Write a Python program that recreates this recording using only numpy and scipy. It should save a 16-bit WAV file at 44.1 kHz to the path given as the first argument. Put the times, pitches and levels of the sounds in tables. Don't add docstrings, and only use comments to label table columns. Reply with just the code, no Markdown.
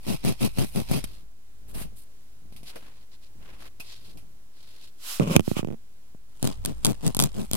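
import sys
import numpy as np
from scipy import signal
from scipy.fft import rfft, irfft
from scipy.io import wavfile
from scipy.ndimage import uniform_filter1d

SR = 44100
rng = np.random.default_rng(int(sys.argv[2]) if len(sys.argv) > 2 else 0)


def wrap_up_sound(samples):
    columns = np.atleast_2d(samples).T
    tamed = np.clip(columns, -1, 1)
    steps = np.round(tamed * 32767).astype(np.int16)
    wavfile.write(sys.argv[1], SR, steps)


N = 333396
T = np.arange(N) / SR
TOP_HZ = 15800


def undb(db):
    return 10 ** (np.asarray(db) / 20)


def curve(rows, column):
    rows = np.array(rows)
    return undb(np.interp(T, rows[:, 0], rows[:, column], left=-np.inf, right=-np.inf))


def pulses(times, sizes):
    inside = (times >= 0) & (times < T[-1])
    samples = (times[inside] * SR).astype(int)
    return np.bincount(samples, sizes[inside], N)


def response(spectrum, size=2048):
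    hz, *sides = np.transpose(spectrum)
    log_hz = np.log(np.fft.rfftfreq(size, 1 / SR) + 1)
    gains = undb([np.interp(log_hz, np.log(hz), db) for db in sides])
    cepstrum = irfft(np.log(gains))
    cepstrum[:, 1:size // 2] *= 2
    cepstrum[:, size // 2 + 1:] = 0
    h = irfft(np.exp(rfft(cepstrum)))
    return h / np.sqrt(np.sum(h ** 2) / len(h))


def colour(x, spectrum):
    return signal.oaconvolve(np.atleast_2d(x), response(spectrum), axes=1)[:, :N]


def thump(hits, spectrum, lag_ms, polarity):
    peak = np.abs(response(spectrum)).max(axis=1).mean()
    left, right = colour(hits, spectrum)[[0, -1]] / peak
    return np.array([left, polarity * np.interp(T - lag_ms / 1000, T, right)])


def noise(opposed):
    share = np.clip(opposed, 0, 1)
    push_pull = rng.standard_normal(N) * np.array([[1], [-1]])
    separate = rng.standard_normal((2, N))
    return np.sqrt(share) * push_pull + np.sqrt(1 - share) * separate


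def fade(hits, decay_s):
    power = signal.lfilter([1], [1, -np.exp(-2 / (decay_s * SR))], hits ** 2 + 1e-18)
    return np.sqrt(power)


def grains(per_s, spread_db, decay_s):
    sizes = undb(spread_db * np.minimum(rng.exponential(size=N), 4))
    happens = rng.random(N) < per_s / SR
    envelope = fade(sizes * happens, decay_s)
    return envelope / np.sqrt(np.mean(envelope ** 2))


def walk(rate):
    k = int(SR / rate)
    steps = np.repeat(rng.standard_normal(N // k + 1), k)
    return np.sqrt(2) * uniform_filter1d(steps, k)[:N]


def slips(rate_hz, jitter, scatter_db, count=400):
    chance = rng.standard_normal((count, 2))
    chance[0] = 0
    travel = np.cumsum(rate_hz) / SR
    marks = np.cumsum(np.exp(jitter * chance[:, 0])) - 1
    reached = marks < travel[-1]
    times = T[np.searchsorted(travel, marks[reached], side="right")]
    return times, undb(scatter_db * chance[reached, 1])


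def swell(centre_s, width_s):
    return np.exp(-np.minimum(((T - centre_s) / width_s) ** 2, 20))


def burst(centre_s, half_s):
    return np.exp(-np.minimum(((T - centre_s) / half_s) ** 2, 4) ** np.e)


# (time [s], level [dB])
REGRIPS = [(1.1, -53), (1.79, -43.5), (2.52, -51.5), (2.9, -63), (3.46, -52.5), (4.17, -50)]


def gripping():
    half_length_s = 0.14
    return sum(undb(db) * swell(s, half_length_s) for s, db in REGRIPS)


# (frequency [Hz], level [dB])
ROOM_TONE = [(25, 1), (80, 5.5), (200, 0.5), (600, -9), (2000, -16), (8000, -17.5), (15500, -18.5)]
# (frequency [Hz], level [dB])
STAND_TONE = [(20, -35.5), (38, -17.5), (45, 2.5), (53, -30), (90, -13.5), (300, -35.5), (900, -76)]
ROOM_DB = -58.5
STAND_REST_DB, STAND_FILING_DB = -56.5, -38
STAND_GRIP_DB = 4
FILING_ENDS_S, FILING_RESUMES_S = 1.07, 6.5
LIGHT_FILING_DB = -2


def room():
    figure_work = T < FILING_ENDS_S
    small_bit_work = undb(LIGHT_FILING_DB) * (T > FILING_RESUMES_S)
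    working = uniform_filter1d(figure_work + small_bit_work, size=8000)
    effort = undb(STAND_REST_DB) + undb(STAND_FILING_DB) * working + undb(STAND_GRIP_DB) * gripping()
    air = colour(noise(opposed=0.37), ROOM_TONE) * undb(ROOM_DB + 0.55 * walk(7.8))
    hum = colour(noise(opposed=0.62), STAND_TONE) * effort * undb(2 * walk(2))
    return air + hum


# (time [s], tick level [dB], thump level [dB])
SNAGS = [(0.2491, -21, -13.5), (0.4484, -17, -22), (0.5855, -20, -12.5), (0.7596, -23.5, -16.5),
         (0.9133, -21, -10), (1.041, -21, -23), (6.4278, -13, -13.5), (6.4434, -21, -12),
         (6.4515, -18.5, -13.5), (6.4735, -12.5, -14.5), (6.6502, -11.5, -25), (6.659, -9.5, -25),
         (6.8484, -0.5, -16), (6.856, -6, -20), (6.8667, -6.5, -20), (7.0657, -13.5, -18),
         (7.0783, -12.5, -20), (7.148, -12.5, -27), (7.1681, -11.5, -15.5), (7.1918, -4.5, -16.5),
         (7.2005, -2.5, -19), (7.2074, -11, -19), (7.2148, -10.5, -20), (7.224, -7, -20),
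         (7.2383, -4.5, -30), (7.5134, -14.5, -20.5), (7.5335, -6.5, -18), (7.5522, -11.5, -21)]
SNAG_HOLD_S = .004
STROKE_PEAK, STROKE_RISE, STROKE_FALL = .42, .47, .64
JUDDER_JITTER, JUDDER_SCATTER_DB = .2, 1
SNAP_SCATTER_DB = 4


def stroke(bite_s, length_s, hiss_db, shake_db, crackle_db, rate_hz, treble_db, count=64):
    peak_s = bite_s + STROKE_PEAK * length_s
    speed = swell(peak_s, length_s * np.where(T < peak_s, STROKE_RISE, STROKE_FALL))
    biting = (T > bite_s) * (T < bite_s + length_s)
    at, size = slips(rate_hz * np.sqrt(speed) * biting, JUDDER_JITTER, JUDDER_SCATTER_DB)
    free = np.abs(np.array(SNAGS)[:, 0] - at[:, None]).min(axis=1) > SNAG_HOLD_S
    uneven = undb(SNAP_SCATTER_DB * np.tanh(rng.standard_normal(count)[:len(at)]))
    hiss = undb(hiss_db) * speed
    treble = undb(hiss_db + treble_db) * speed
    grind = undb(shake_db) * speed ** 2
    crackle = pulses(at, undb(crackle_db) * free * uneven) * np.sqrt(speed)
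    judder = pulses(at, undb(shake_db) * free * size) * np.sqrt(speed)
    return np.array([hiss, treble, grind, crackle, judder])


PING_HZ, PING_SPREAD, PING_DECAY_S, PING_DB = 9830, 0.18, 0.0014, -9.5


def ping(times, sizes, size=256):
    out = np.zeros((2, N + size))
    decay = np.exp(-T[:size] / PING_DECAY_S)
    for s, gain, chance in zip(times, sizes, rng.standard_normal((len(times), 2, 2))):
        hz = np.minimum(PING_HZ * np.exp(PING_SPREAD * chance[0]), TOP_HZ)
        phase = np.array([np.zeros(2), np.pi + chance[1]])
        modes = np.sin(2 * np.pi * hz[:, None] * T[:size] + phase[:, :, None]).sum(axis=1)
        start = int(s * SR)
        out[:, start:start + size] += gain * modes * decay
    return undb(PING_DB) * out[:, :N]


TIP_ECHO_S, TIP_ECHO_DRIFT, TIP_ECHO_DB = 0.000797, 0.206, -11


def wander(x):
    lag_s = TIP_ECHO_S * np.exp(TIP_ECHO_DRIFT * walk(14))
    echo = np.array([np.interp(T - lag_s, T, side) for side in x])
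    return (x + undb(TIP_ECHO_DB) * echo) / np.hypot(1, undb(TIP_ECHO_DB))


# (bite time [s], length [s], tooth hiss level [dB],
# judder level [dB], crackle level [dB], top judder rate [Hz], extra treble level [dB])
STROKES = [(0.067, 0.085, -43.5, -16.5, -28.5, 189.6, -6), (0.24, 0.084, -43.5, -14.5, -24, 169.9, -7),
           (0.409, 0.068, -40.5, -14, -25.5, 252.4, -4), (0.5745, 0.076, -43.5, -13.5, -26.5, 150.1, -6),
           (0.751, 0.069, -45, -16.5, -36, 170.3, -3.5), (0.897, 0.098, -41, -16, -28.5, 170, -2),
           (6.428, 0.089, -40, -23, -34, 132.8, -7), (6.651, 0.075, -47.5, -26, -46, 154.2, -10),
           (6.849, .078, -41, -17.5, -24.5, 199.7, -5), (7.032, 0.073, -37.5, -19.5, -34, 200, -6.5),
           (7.192, 0.084, -41.5, -17.5, -21.5, 169.3, -19), (7.35, 0.098, -45, -25.5, -38, 171.1, 0.5),
           (7.534, 0.069, -38, -18.5, -13.5, 169.4, 1)]
# (frequency [Hz], left level [dB], right level [dB])
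FIGURE_TONE = [(300, -9, -18), (750, -1.5, 0), (1690, -12, -10), (2400, 0, -0.5), (3200, -7.5, -1.5),
               (5300, -7.5, -4.5), (7500, -12, -13), (8400, -4.5, -4.5), (12400, -4, -5.5),
               (15600, -27, -18)]
# (frequency [Hz], left level [dB], right level [dB])
SMALL_BIT_TONE = [(286, 3.5, -5), (910, 5.5, 2), (1760, -4, -8), (3070, -1, -0.5), (6160, -7.5, -4),
                  (8800, -1, 1.5), (12100, -3.5, -11), (15300, -22, -16)]
# (frequency [Hz], level [dB])
SNAP_TONE = [(300, 3), (1000, -3), (2100, -21), (3300, 6), (5000, -0.5), (8800, 3), (11400, -2),
             (13300, -4.5), (15400, -15.5)]
# (frequency [Hz], left level [dB], right level [dB])
GRIP_TONE = [(31.5, -30, -23), (74, -5.5, -9.5), (130, 3, 0), (213, 0, -2.5), (380, -10.5, -16),
             (702, -18.5, -21), (830, -23, -36), (3100, -49.5, -42)]
HISS_TREBLE_HZ, BRIGHT_DRIFT_DB = 7460, 2
GLIDE_DB, GLIDE_MARGIN_S = -63.5, 0.16


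def filing(rows, spectrum, hiss_db, click_db, tick_db, judder_db, grind_db, tick_s, grain_db, grain_s):
    hiss, treble, grind, crackle, judder = sum(stroke(*row) for row in rows)
    first_s, last_s = rows[0][0], rows[-1][0]
    snags = [row for row in SNAGS if first_s - .5 < row[0] < last_s + .5]
    times, ticks, thumps = np.transpose(snags)

    snaps = pulses(times, undb(ticks)) + crackle
    click = undb(click_db) * colour(snaps, SNAP_TONE)[0]
    clicks = np.array([click, -np.roll(click, 1)]) + ping(times, undb(ticks))
    crack = undb(tick_db) * fade(snaps, tick_s)

    grain = grains(per_s=980, spread_db=grain_db, decay_s=grain_s)
    teeth = undb(hiss_db) * noise(opposed=0.2) * grain
    low, high = (signal.sosfilt(signal.butter(3, HISS_TREBLE_HZ, kind, fs=SR, output="sos"), teeth)
                 for kind in ("low", "high"))
    glide = undb(GLIDE_DB) * burst((first_s + last_s) / 2, (last_s - first_s) / 2 + GLIDE_MARGIN_S)
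    tilt = undb(BRIGHT_DRIFT_DB * walk(14))
    scrape = low * (hiss + glide) + high * (treble + glide) * tilt
    rasp = wander(colour(scrape + noise(opposed=0.077) * crack, spectrum))

    shakes = pulses(times, undb(thumps)) + undb(judder_db) * judder
    shaking = thump(shakes, GRIP_TONE, lag_ms=0.34, polarity=-0.96)
    grinding = colour(noise(opposed=0.78) * grind * undb(grind_db), GRIP_TONE)
    return clicks + rasp + shaking + grinding


# (time [s], half length [s], soft pad level [dB], skin ridges level [dB], nail level [dB])
RUBS = [(1.1, 0.12, -61.5, -59.5, -62.5), (1.701, 0.022, -58, -66, -53.5),
        (1.789, 0.047, -44.5, -53.5, -41.5), (2.003, 0.041, -78, -62.5, -52.5),
        (2.687, 0.029, -59, -48.5, -53.5), (2.801, 0.12, -54, -65, -67), (2.99, 0.058, -64, -66.5, -79),
        (3.14, 0.025, -66, -61, -78), (3.249, 0.031, -69, -59.5, -69), (3.496, 0.083, -53, -84, -70.5),
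        (3.638, 0.051, -51.5, -58, -60), (3.913, 0.067, -59.5, -49.5, -60.5),
        (4.063, 0.077, -63, -58.5, -64), (4.703, 0.15, -63, -59.5, -66.5), (4.855, 0.043, -68, -56.5, -65)]
# (frequency [Hz], level [dB])
PAD_TONE = [(150, 0), (400, 1), (800, -2.5), (2800, -5.5), (5000, -16), (15500, -27)]
# (frequency [Hz], level [dB])
RIDGES_TONE = [(400, -27), (1500, -12.5), (2800, -3), (4300, 1), (6000, -8), (8000, -11.5), (12000, -18),
               (15500, -33)]
# (frequency [Hz], level [dB])
NAIL_TONE = [(4000, -30), (7000, -6), (9300, 3.5), (11700, 3), (13000, 0), (15500, -6.5)]


def rubbing():
    grain = grains(per_s=700, spread_db=2.5, decay_s=0.0061)
    out = 0
    for column, spectrum in enumerate((PAD_TONE, RIDGES_TONE, NAIL_TONE), start=2):
        touch = sum(undb(row[column]) * burst(*row[:2]) for row in RUBS)
        out = out + colour(noise(opposed=0.16) * grain * touch, spectrum)
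    return out


# (time [s], scuff level [dB], thump level [dB])
NUDGES = [(1.747, -44, -41), (1.776, -58, -30), (1.814, -41, -27.5), (2.524, -54, -38), (2.563, -47, -51),
          (2.631, -51, -37), (2.757, -46, -41), (3.799, -41, -40), (4.173, -49.5, -45), (6.148, -78.5, -34)]
# (frequency [Hz], level [dB])
PALM_TONE = [(200, -8), (380, 0), (520, 8), (800, -12), (1500, -10), (3000, -17.5), (8000, -30)]
# (frequency [Hz], level [dB])
LIMB_RING = [(2200, -28), (2480, -7), (2590, -2), (2700, -7), (3100, -29)]
FLICK_S, FLICK_DECAY_S, FLICK_DB = 3.803, 0.0075, -32.5


def handling():
    effort = gripping() * grains(per_s=110, spread_db=4.0, decay_s=0.01)
    rumble = colour(noise(opposed=0.75) * effort, GRIP_TONE)
    times, scuffs, thumps = np.transpose(NUDGES)
    scuff = colour(noise(opposed=0.32) * fade(pulses(times, undb(scuffs)), 0.026), FIGURE_TONE)
    shift = thump(pulses(times, undb(thumps)), GRIP_TONE, lag_ms=0.83, polarity=-0.54)
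    let_go = fade(pulses(np.array([2.759]), undb([-35.0])), 0.013)
    release = colour(noise(opposed=0) * let_go, PALM_TONE)
    flick = fade(pulses(np.array([FLICK_S]), undb([FLICK_DB])), FLICK_DECAY_S)
    ring = colour(noise(opposed=0.15) * flick, LIMB_RING)
    return rubbing() + scuff + ring + release + rumble + shift


ROCK_START_S, ROCK_PERIOD_S = 5.478, .089
ROCK_KEEP, OTHER_FOOT = .70, .41
ROCK_TICK_DB, ROCK_THUD_DB, ROCK_FALL_DB = -33, -11, 3
ROCK_TICK_SCATTER_DB = 5


def rocking(count=7):
    rock = np.arange(count)
    period = ROCK_PERIOD_S * ROCK_KEEP ** rock
    start = ROCK_START_S + np.cumsum(period) - period
    loss_db = ROCK_FALL_DB * rock
    hardness_db = ROCK_TICK_SCATTER_DB * rng.standard_normal((count, 2))
    taps = []
    for s, gap, loss, pair in zip(start, period, loss_db, hardness_db):
        for foot, hard_db in zip((0, OTHER_FOOT), pair):
            taps.append((s + foot * gap, ROCK_TICK_DB - loss + hard_db, ROCK_THUD_DB - loss))
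    return taps


# (frequency [Hz], decay [s], level [dB])
DESK_MODES = [(120, 0.012, -28), (216, 0.032, -24.5), (338, 0.014, -20)]


def desk_ring(hits, size=16384):
    t = T[:size]
    ring = sum(undb(db) * np.sin(2 * np.pi * hz * t) * np.exp(-t / decay_s)
               for hz, decay_s, db in DESK_MODES)
    return signal.oaconvolve(hits, ring)[:N] * np.array([[.3], [-1]])


# (time [s], half length [s], level [dB])
SLIDE = [(5.115, 0.071, -33.5), (5.32, 0.019, -37.5), (5.501, 0.055, -42.5)]
# (frequency [Hz], left level [dB], right level [dB])
PAPER_TONE = [(252, -17, -22), (712, -10, -8.5), (1300, -4.5, -2), (2020, -6, -8.5), (2840, -3.5, 1),
              (5130, -10, -0.5), (7960, -5, -2.5), (11900, -6, -2), (15600, -18.5, -9.5)]
# (time [s], slip rate [1/s], level [dB])
DRAG = [(5.207, 115, -10.5), (5.236, 206, -19.5), (5.25, 125, -18.5), (5.28, 192, -21.5),
        (5.31, 200, -15.5), (5.335, 310, -27), (5.36, 270, -13.5)]
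# (frequency [Hz], left level [dB], right level [dB])
DRAGGED_TONE = [(39.8, -35, -33.5), (90, -6, -3.5), (170, 3.5, 2), (334, -10.5, -9), (567, -26, -4.5),
                (860, -29.5, -28), (1100, -21, -15.5), (1700, -32, -32), (4960, -58.5, -65)]
# (time [s], tick level [dB], thud level [dB])
KNOCKS = [(5.198, -21.5, -6), (5.237, -45, -21), (5.364, 0, 1), (5.395, -17.5, -7), (5.406, -25.5, -21.5)]
# (frequency [Hz], level [dB])
LIMBS_TONE = [(300, -6.5), (1200, 4), (1700, -10), (2400, 1.5), (3000, 1), (4000, -10.5), (7500, -9),
              (11000, -12.5), (15500, -19)]
# (frequency [Hz], left level [dB], right level [dB])
DESK_TONE = [(40.3, -20, -36), (82.6, -10.5, 4), (159, -4, 11), (260, -8, 6.5), (413, -10, 0),
             (600, -22.5, -6.5), (970, -43, -18.5), (1600, -35, -26), (3030, -50, -33.5), (5960, -58, -61)]


def setting_down():
    sliding = sum(undb(db) * swell(s, width) for s, width, db in SLIDE)
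    swish = colour(noise(opposed=0.021) * sliding, PAPER_TONE)

    s, rate_hz, _ = np.transpose(DRAG)
    at, size = slips(np.interp(T, s, rate_hz, left=0, right=0), jitter=.22, scatter_db=3)
    stutter = pulses(at, size) * curve(DRAG, 2)
    jerks = thump(stutter * undb(-1.5), DRAGGED_TONE, lag_ms=0.2, polarity=0.91)
    scrape = colour(noise(opposed=0) * fade(stutter, 0.0068) * undb(-13.0), DRAGGED_TONE)

    drag_speed = np.interp(T, s, rate_hz) / rate_hz.max()
    skitter = (fade(pulses(at, size), 0.01) * drag_speed + swell(5.584, 0.023)) * undb(-32.5)
    times, ticks, thuds = np.transpose(KNOCKS + rocking())
    taps = fade(pulses(times, undb(ticks)), 0.00088)
    clicks = colour(noise(opposed=0.3) * np.hypot(skitter, taps), LIMBS_TONE)

    hits = pulses(times, undb(thuds))
    knocks = thump(hits, DESK_TONE, lag_ms=0.62, polarity=-0.66)
    return swish + jerks + scrape + clicks + knocks + desk_ring(hits)


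def reflections(x, db, decay_s, low_hz, size=1024):
    tail = rng.standard_normal((2, size)) * np.exp(-T[:size] / decay_s)
    tail = signal.sosfilt(signal.butter(2, low_hz, "high", fs=SR, output="sos"), tail)
    tail = tail / np.sqrt(np.sum(tail ** 2) / 2)
    return x + undb(db) * signal.oaconvolve(x, tail, axes=1)[:, :N]


def scene():
    figure = filing(STROKES[:6], FIGURE_TONE, hiss_db=6.0, click_db=0.5, tick_db=-9.5, judder_db=-5.0,
                    grind_db=-7.0, tick_s=0.0069, grain_db=2.5, grain_s=0.004)
    small_bit = filing(STROKES[6:], SMALL_BIT_TONE, hiss_db=0.5, click_db=4, tick_db=-12.5, judder_db=-1,
                       grind_db=-4.5, tick_s=0.0016, grain_db=4.5, grain_s=0.00087)
    close = figure + small_bit + handling() + setting_down()
    return reflections(close, db=-15.0, decay_s=0.0031, low_hz=1940) + room()


DC_OFFSET = -.0137


def record(dry):
    clipped = np.clip(dry + DC_OFFSET, -1, 1)
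    return signal.sosfilt(signal.ellip(8, .2, 70, TOP_HZ, fs=SR, output="sos"), clipped)


dry = scene()
out = record(dry)
wrap_up_sound(out)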